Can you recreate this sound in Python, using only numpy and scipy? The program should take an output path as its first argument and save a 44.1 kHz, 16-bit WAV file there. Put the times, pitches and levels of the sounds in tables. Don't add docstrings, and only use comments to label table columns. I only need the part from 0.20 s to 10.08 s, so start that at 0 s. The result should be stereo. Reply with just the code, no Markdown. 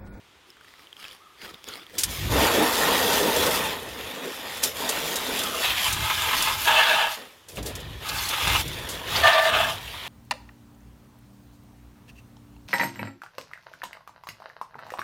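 import sys
import numpy as np
from scipy import signal
from scipy.fft import rfft, irfft, next_fast_len
from scipy.io import wavfile
from scipy.ndimage import uniform_filter1d, map_coordinates

SR = 44100
rng = np.random.default_rng(int(sys.argv[2]) if len(sys.argv) > 2 else 0)


def put_to_file(sound):
    columns = np.atleast_2d(sound).T
    safe = np.clip(columns, -1, 1)
    whole_steps = np.round(safe * 32767)
    wavfile.write(sys.argv[1], SR, whole_steps.astype(np.int16))


N = 435708

# (time [s], level [dB])
WIND_LEVELS = [(0, -70), (1.18, -75), (1.28, -63), (1.42, -70), (1.5, -66), (1.7, -68), (1.87, -37),
               (1.95, -41), (2.04, -27), (2.13, -27.5), (2.42, -44), (3.13, -47), (3.21, -36), (3.3, -44.5),
               (3.88, -49.5), (3.95, -65), (4.46, -52), (5.42, -54), (5.51, -41), (5.61, -52),
               (5.77, -32.5), (5.94, -47), (6.05, -40.5), (6.24, -51), (6.33, -38.5), (6.88, -68),
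               (7.24, -67), (7.4, -35.5), (7.51, -39.5), (7.65, -36), (7.87, -45.5), (7.95, -37),
               (8.2, -47), (8.27, -31), (8.58, -38), (8.83, -45), (8.95, -36), (9.08, -41), (9.14, -58),
               (9.35, -38), (9.88, -50)]
# (frequency [Hz], density [dB])
BUFFET_SPECTRUM = [(12, -45), (20, -36), (54, 3), (97, 2.5), (120, -1), (182, -9.5), (226, -17),
                   (300, -14.5), (390, -13), (660, -120)]
AIR_SPECTRUM = [(24, -33), (40, -17), (64, -9), (77, -36), (147, -8), (199, -11), (354, -3.5), (630, -9.5),
                (990, -4), (3380, -7.5), (10700, -22.5), (14800, -25), (16000, -36)]
AIR_DB = -57.5
# (time [s], level [dB])
BIRD_CALLS = [(.36, -55), (.528, -54), (.778, -50), (.998, -47), (1.235, -47), (1.518, -47)]
CALL_S, CALL_LOW_HZ, CALL_TOP_HZ = .085, 1018, 1330
# (time [s], level [dB], pitch [Hz])
CLICKS = [(0.3036, -33.5, 5230), (0.3696, -41, 1530), (0.411, -37, 1490), (0.4459, -40, 1790),
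          (0.482, -41, 1960), (0.539, -36, 2010), (0.595, -39, 1900), (0.671, -37, 3070),
          (0.7287, -31, 3220), (0.7674, -34, 3150), (0.7941, -44, 2340), (0.8427, -29, 3220),
          (0.852, -27, 2600), (0.912, -35, 3500), (1.217, -34, 2840), (1.248, -33, 1620),
          (1.2912, -36, 3180), (1.344, -30, 3650), (1.487, -21, 6800), (1.538, -24, 4500),
          (1.6663, -37, 3280), (7.372, -24, 2720)]
# (time [s], crunch [dB], scuff [dB], thud [dB])
FOOTFALLS = [(.28, -66, -75, -61), (.44, -62, -72, -72), (.5, -61, -67, -67), (.56, -59, -70, -68),
             (.62, -59, -68, -63), (.8, -49.5, -54, -74), (.85, -43, -55, -62), (.92, -59, -61, -72),
             (1.22, -50, -63, -56), (1.25, -45, -63, -45.5), (1.3, -58, -70, -61), (1.345, -52.5, -72, -65),
             (1.485, -46, -56, -51), (1.545, -49, -66, -52), (1.6, -53, -70, -60), (1.7, -58, -64, -66),
             (1.755, -56, -68, -40.5)]
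STEP_RISE_DB_PER_S, STEP_FALL_DB_PER_S = 400, 192
# (frequency [Hz], density [dB])
CRUNCH_SPECTRUM = [(500, -15), (1000, -4.5), (2000, -3.5), (3300, -7), (5000, -7.5), (8000, -40)]
THUD_SPECTRUM = [(100, -17), (250, -3), (450, 2), (900, -19.5)]
RUSTLE_DB, WALK_FROM_S = -68, .45
# (time [s], level [dB], 60 dB decay [s])
AIR_SPITS = [(1.7814, -19.5, 0.2), (1.8338, -12.5, 0.055), (2.3785, -32, 0.054), (3.1617, -21.5, 0.091),
             (4.368, -32.5, 0.062), (4.4345, -14.5, 0.098), (4.6902, -18, 0.094), (4.9561, -21, 0.097),
             (5.1886, -22, 0.065), (5.234, -23, 0.059), (5.7249, -22, 0.11), (6.223, -16, 0.049),
             (7.2843, -38.5, 0.13), (7.3557, -40, 0.1), (7.427, -33.5, 0.058), (7.4589, -30, 0.18),
             (7.5522, -30.5, 0.074), (7.6011, -41, 0.072), (7.888, -25, 0.048), (8.0875, -21, 0.053),
             (8.2761, -24.5, 0.054), (8.4781, -30, 0.051), (8.688, -30, 0.27), (8.954, -37, 0.11)]
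# (time [s], force on what it strikes [dB], nozzle hiss [dB])
JET_LEVELS = [(1.77, -52, -64), (1.8, -49.5, -70), (1.91, -44.5, -35), (2.08, -40.5, -37.5),
              (2.13, -28.5, -29.5), (2.26, -26, -30.5), (2.9, -27.5, -28), (3.36, -28, -29.5),
              (3.48, -31.5, -35.5), (3.6, -42, -45.5), (4.42, -40, -43.5), (4.435, -36, -26),
              (4.48, -37.5, -28.5), (4.53, -45.5, -41.5), (4.57, -38, -37.5), (4.78, -34, -34.5),
              (5.4, -35, -35), (5.46, -31, -33), (5.62, -34, -33), (5.87, -31.5, -35), (6.27, -29, -30),
              (6.38, -36, -33), (6.45, -33, -31), (6.49, -18, -33.5), (6.83, -22.5, -39.5),
              (6.93, -31.5, -35), (6.98, -43, -49), (7.14, -60.5, -59.5), (7.27, -76, -66),
              (7.3, -58.5, -48), (7.34, -61, -53), (7.365, -58, -46), (7.385, -42, -44), (7.42, -55.5, -57),
              (7.47, -48, -40), (7.52, -50, -54), (7.8, -49.5, -53), (7.87, -34.5, -38.5), (8.06, -36, -32),
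              (8.2, -30, -37), (8.35, -27.5, -31.5), (8.41, -31, -30.5), (8.44, -43.5, -44),
              (8.83, -42, -47), (8.97, -25.5, -31.5), (9.027, -28.5, -35), (9.037, -15, -50),
              (9.19, -18.5, -54), (9.225, -25, -34), (9.26, -20, -40), (9.3, -19.5, -53),
              (9.31, -25.5, -58), (9.36, -21, -43), (9.51, -28.5, -37), (9.6, -45.5, -49.5),
              (9.88, -40.5, -46)]
# (time [s], cushion share [0-1], frame share [0-1], back share [0-1],
#  hull boom over the force [dB], splash over the force [dB])
JET_AIM = [(1.7, 0, 0.045, 0.051, -3.5, 2.5), (2.09, 0.13, 0, 0.013, 0, -5.5),
           (3.5, 0.05, 0.025, 0.017, -1, -2), (4.55, 0.04, 0.0047, 0.12, -1, -2),
           (5.2, 0.1, 0.42, 0.19, -3, -1), (5.42, 0, 0.036, 0.0083, -19, 3),
           (5.65, 0.19, 0.74, 0.034, -17.5, -2.5), (6.46, 0.62, 0.11, 0.14, -29, -7),
           (6.97, 0.05, 0.26, 0, -0.5, -1.5), (7.28, 0.1, 0, 0.089, 11, 1), (7.37, 0, 0.086, 0, 11.5, 2.5),
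           (7.52, 0, 0, 0, 0.5, 2.5), (7.84, 0.39, 0.41, 0.035, -17, -3), (8.43, 0, 0, 0.048, -1, 1),
           (8.9, .1, 0.2, 0.14, -9.5, -0.5), (9.03, 0.02, 0.035, 0.91, -32, -10.5),
           (9.3, 0.26, 0.23, 0.33, -21.5, -8.5), (9.56, 0.02, 0, 0.056, -6.5, 0)]
SWING_S = 0.011
SURGE_DB, SURGE_PER_S = 1.0, 12
# (time [s], level [dB], bright spatter [dB])
WATER_SLAPS = [(2.18, -40, -30), (2.25, -27, -44), (2.41, -24, -41), (2.68, -37, -38), (3.16, -34, -43),
               (5.44, -27.5, -46), (5.499, -33, -51), (5.656, -23.5, -38), (5.897, -20.5, -30),
               (6.086, -25, -35), (6.129, -25, -33), (6.27, -21.5, -30), (6.471, -21, -31),
               (7.887, -48, -23), (7.982, -34, -21), (8.049, -56, -24.5), (8.097, -27.5, -43),
               (8.128, -22, -42), (8.268, -20.5, -39), (8.348, -22, -43), (8.956, -45, -12.5),
               (9.031, -29, -21), (9.069, -13, -22), (9.129, -31, -16.5), (9.178, -17.5, -39),
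               (9.25, -21, -37), (9.339, -23, -36), (9.399, -23, -41)]
SLAP_T60_S, SLAP_SPLASH_DB = 0.1, -5.5
# (centre [Hz], width [Hz], level [dB])
HULL_MODES = [(510, 122, -6), (990, 293, 2.5), (1840, 170, 5)]
BOOM_MODES = [(150.5, 11, -12), (209, 20.5, -6.5), (251, 7.6, -0.5), (309.5, 40, -3.5), (367, 118, -3),
              (481, 197, -1.5)]
CUSHION_MODES = [(673, 160, -1), (789, 237, 5.5), (939, 39, 12), (1213, 26, -4), (1450, 130, -4.5),
                 (1692, 73, 6), (1800, 46, -21), (2664, 99, 1.5), (3084, 43, -2)]
FRAME_MODES = [(882, 34, 7.5), (1026, 117, 1), (1275, 89, 2), (1635, 81, -7.5), (2005, 13, -4),
               (2115, 19, 1), (2372, 45, -4), (2810, 230, -9)]
BACK_MODES = [(554, 69, -18), (647, 36, 5.5), (765, 43, -2), (892, 59, -4), (1200, 37, -7), (1167, 29, -2),
              (1510, 39, -12.5), (1777, 38, -0.5), (2100, 45, -14), (2390, 100, -19)]
# (frequency [Hz], density [dB])
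SPLASH_SPECTRUM = [(900, -18), (1800, -4.5), (2400, 0), (3000, -1.5), (3450, 0.5), (3900, -2), (4800, -10),
                   (6500, -33)]
SPATTER_SPECTRUM = [(2200, -35), (3000, 6), (3500, 6), (4500, 12), (5500, -1), (7500, -22)]
HISS_SPECTRUM = [(2060, -19), (3500, -11.5), (4900, -4.5), (7180, -5), (8210, -9.5), (11500, -4),
                 (12600, -8), (15100, -9), (16000, -21)]
SPIT_SPECTRUM = [(880, -29), (1500, -15.5), (3880, -6), (4420, -2), (6180, -1.5), (6960, -1), (7920, -2.5),
                 (11300, -4), (16000, -14)]
# (frequency [Hz], likeness [0-1])
SCATTERED = [(60, 0.1), (130, 1), (300, 1), (700, 0.97), (1400, 0.2), (3000, 0.16), (6000, 0),
             (15000, 0.18)]
DIRECT_SOUND = [(300, 1), (700, 1), (1100, 0.35), (1400, 0.62), (2000, 0.63), (4000, 0.48), (15000, 0.092)]
MIST_SOUND = [(4000, 0.3), (8000, 0.21), (15000, 0.32)]
BUFFET_ALIKE = [(50, 0.05), (200, 0.44)]
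# (frequency [Hz], left minus right [dB])
PORT_LEAN = [(60, -1), (150, -2), (1300, -1.5), (2000, -6.5), (2800, -8.5), (3450, -15), (4100, -3),
             (5200, -5.5), (6100, 1), (7200, 7), (8700, -8), (9300, -6), (10500, -2.5), (13000, 2.5),
             (16000, 9.5)]
# (frequency [Hz], lead of the right [rad])
PORT_LEAD = [(100, 0.5), (1600, 0.46), (2700, 0.72), (4500, -2), (7000, -2), (9000, -3), (12000, -4.5),
             (16000, -11)]
TOP_HZ = 16050


def amp(db):
    return 10 ** (np.asarray(db) / 20)


def unit(x):
    return x / np.sqrt(np.mean(x.mean(0) ** 2) + 1e-20)


def along(points, hz):
    f, v = np.transpose(points)
    return np.interp(np.log(hz + 1), np.log(f + 1), v)


def curves(rows):
    s, *cols = np.transpose(rows)
    return [np.interp(np.arange(N) / SR, s, c, left=c[0]) for c in cols]


def held(rows, swing_s):
    s, *cols = np.transpose(rows)
    row = np.clip(np.searchsorted(s * SR, np.arange(N)) - 1, 0, None)
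    return uniform_filter1d(np.array(cols)[:, row], max(round(swing_s * SR), 1), axis=1)


def wobble(rate):
    knots = rng.standard_normal(int(N * rate / SR) + 4)
    return map_coordinates(knots, [np.arange(N) * rate / SR])


def puffs(times, levels_db, t60s, attack):
    level, t = np.zeros(N + SR), np.arange(SR // 3) / SR
    for s, db, t60 in np.broadcast(times, levels_db, t60s):
        decay = amp(db - 60 * t / max(t60, .01))
        level[round(s * SR):][:len(t)] += decay * (1 - np.exp(-t / attack))
    return level[:N]


def filtered(x, response):
    m = next_fast_len(x.shape[-1] + 8192, real=True)
    spectrum = rfft(x, m) * response(np.fft.rfftfreq(m, 1 / SR))
    return irfft(spectrum, m)[..., :x.shape[-1]]


def shape(spectrum):
    return lambda hz: amp(along(spectrum, hz))


def modes(table):
    def response(f):
        total = 0
        for k, (centre, width, db) in enumerate(table):
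            resonance = 1j * f * width / (centre ** 2 - f ** 2 + 1j * f * width)
            total = total + (-1) ** k * amp(db) * resonance
        return total
    return response


def small(response, low_hz):
    return lambda f: response(f) * ((1j * f / low_hz) / (1 + 1j * f / low_hz)) ** 5


def stereo(pair, response, alike=SCATTERED):
    def mid_side(hz):
        turn = np.arccos(np.clip(along(alike, hz), -1, 1)) / 2
        return response(hz) * [np.cos(turn), np.sin(turn)]
    mid, side = filtered(pair, mid_side)
    return unit(np.array([mid + side, mid - side]))


def drops(per_s, spread_db, lumpy_db, patchy_db):
    z = signal.stft(rng.standard_normal((2, N)), nperseg=512)[2]
    field = uniform_filter1d(rng.standard_normal(z.shape[1:]), size=3, axis=0)
    field = uniform_filter1d(field, size=9, axis=1)
    pair = signal.istft(z * amp(patchy_db * field / field.std()), nperseg=512)[1][:, :N]
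    hit = (rng.random(N) < per_s / SR) * amp(spread_db * rng.exponential(size=N))
    strength = np.sqrt(1 + uniform_filter1d(hit, size=40) * 40)
    return pair * strength * amp(lumpy_db * (wobble(60) + wobble(17)))


def far_air():
    return amp(AIR_DB) * stereo(rng.standard_normal((2, N)), shape(AIR_SPECTRUM))


def wind():
    lumps = amp(1.6 * np.array([wobble(11), wobble(12)]))
    rumble = stereo(rng.standard_normal((2, N)), shape(BUFFET_SPECTRUM), BUFFET_ALIKE)
    return amp(curves(WIND_LEVELS)[0]) * unit(lumps * rumble)


def bird():
    calls, u = np.zeros(N), np.linspace(0, 1, round(CALL_S * SR))
    arch = np.abs(np.sin(np.pi * u))
    pitch = CALL_LOW_HZ + (CALL_TOP_HZ - CALL_LOW_HZ) * arch ** 0.83
    swell = np.sqrt(arch) * (1 - .7 * arch ** 4)
    whistle = swell * np.sin(2 * np.pi * np.cumsum(pitch) / SR)
    for s, db in BIRD_CALLS:
        calls[round(s * SR):][:len(u)] = amp(db) * whistle
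    t = np.arange(SR // 3) / SR
    tail = rng.standard_normal((2, len(t))) * amp(-60 * t / .5)
    trees = signal.fftconvolve(calls[None], tail / np.linalg.norm(tail[0]), axes=1)[:, :N]
    wall = np.roll(calls, round(.088 * SR))
    direct = calls * amp(1.5 * wobble(70))
    return direct + amp(-6) * wall + amp(-2.5) * trees


def on_right(x):
    return x * amp([[-1.2], [1.2]])


def clicks():
    ticks = np.zeros((2, N + SR))
    t = np.arange(SR // 50) / SR
    for s, db, hz in CLICKS:
        ring = np.sin(2 * np.pi * hz * t) * amp(-60 * t / .009)
        crack = 0.36 * rng.standard_normal((2, len(t))) * amp(-60 * t / .004)
        ticks[:, round(s * SR):][:, :len(t)] += amp(db) * (ring + crack)
    return on_right(ticks[:, :N])


def steps():
    end = round(FOOTFALLS[-1][0] * SR) + SR // 4
    t = np.arange(end) / SR
    s, crunch_db, scuff_db, thud_db = np.transpose(FOOTFALLS)[:, :, None]
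    since = t - s
    weight_db = np.minimum(STEP_RISE_DB_PER_S * since, -STEP_FALL_DB_PER_S * since)
    crunch, scuff, thud = (amp(db + weight_db).sum(0) for db in (crunch_db, scuff_db, thud_db))
    grit = drops(250, 5.0, lumpy_db=1.5, patchy_db=3.5)[:, :end]
    walk = np.zeros((2, N))
    walk[:, :end] += crunch * stereo(grit, shape(CRUNCH_SPECTRUM))
    walk[:, :end] += scuff * stereo(grit, shape(HISS_SPECTRUM))
    walk[:, :end] += thud * stereo(grit, shape(THUD_SPECTRUM))
    moving = np.clip((t - WALK_FROM_S) / .2, 0, 1)
    rustle = stereo(rng.standard_normal((2, end)), shape(HISS_SPECTRUM), MIST_SOUND)
    walk[:, :end] += amp(RUSTLE_DB) * moving * rustle
    return on_right(walk)


def spits():
    noise = stereo(rng.standard_normal((2, N)), shape(SPIT_SPECTRUM), DIRECT_SOUND)
    return puffs(*np.transpose(AIR_SPITS), attack=0.0011) * noise


def surge():
    return amp(SURGE_DB * wobble(SURGE_PER_S))


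def drumming(impacts, seat_shares):
    seat_shares = np.clip(seat_shares, 0, 1)
    hull_share = np.clip(1 - seat_shares.sum(0), 0, 1)
    drum = np.sqrt(hull_share) * stereo(impacts, modes(HULL_MODES))
    for share, part in zip(seat_shares, (CUSHION_MODES, FRAME_MODES, BACK_MODES)):
        drum = drum + np.sqrt(share) * stereo(impacts, small(modes(part), 370), DIRECT_SOUND)
    return drum


def jet():
    force_db, hiss_db = curves(JET_LEVELS)
    *seat_shares, boom_db, splash_db = held(JET_AIM, SWING_S)
    impacts = drops(300, 0.91, lumpy_db=0.71, patchy_db=2.0)
    spray = drops(400, 0.34, lumpy_db=0.79, patchy_db=2.5)
    s, slap_db, spatter_db = np.transpose(WATER_SLAPS)
    slap = puffs(s, slap_db, SLAP_T60_S, attack=0.0064)
    spatter = puffs(s, spatter_db, SLAP_T60_S, attack=0.0037)
    force = amp(force_db) * surge() + slap
    splash = amp(force_db + splash_db) * surge() + amp(SLAP_SPLASH_DB) * slap
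    water = force * drumming(impacts, seat_shares)
    water = water + amp(boom_db) * force * surge() * stereo(impacts[:, ::-1], modes(BOOM_MODES))
    water = water + splash * stereo(spray, shape(SPLASH_SPECTRUM), DIRECT_SOUND)
    water = water + spatter * stereo(spray[::-1], shape(SPATTER_SPECTRUM), DIRECT_SOUND)
    water = water + amp(hiss_db) * surge() * stereo(spray, shape(HISS_SPECTRUM), MIST_SOUND)
    return water * (np.arange(N) >= JET_LEVELS[0][0] * SR)


def scene():
    return far_air() + wind() + bird() + clicks() + steps() + spits() + jet()


def record(dry):
    def ports(hz):
        gain = amp(np.outer([.5, -.5], along(PORT_LEAN, hz)))
        return gain * np.exp(1j * np.outer([-.5, .5], along(PORT_LEAD, hz)))
    x = filtered(dry, ports)
    x = x / (1 + np.abs(x / .97) ** 8) ** (1 / 8)
    return filtered(x, lambda hz: hz < TOP_HZ)


dry = scene()
out = record(dry)
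put_to_file(out)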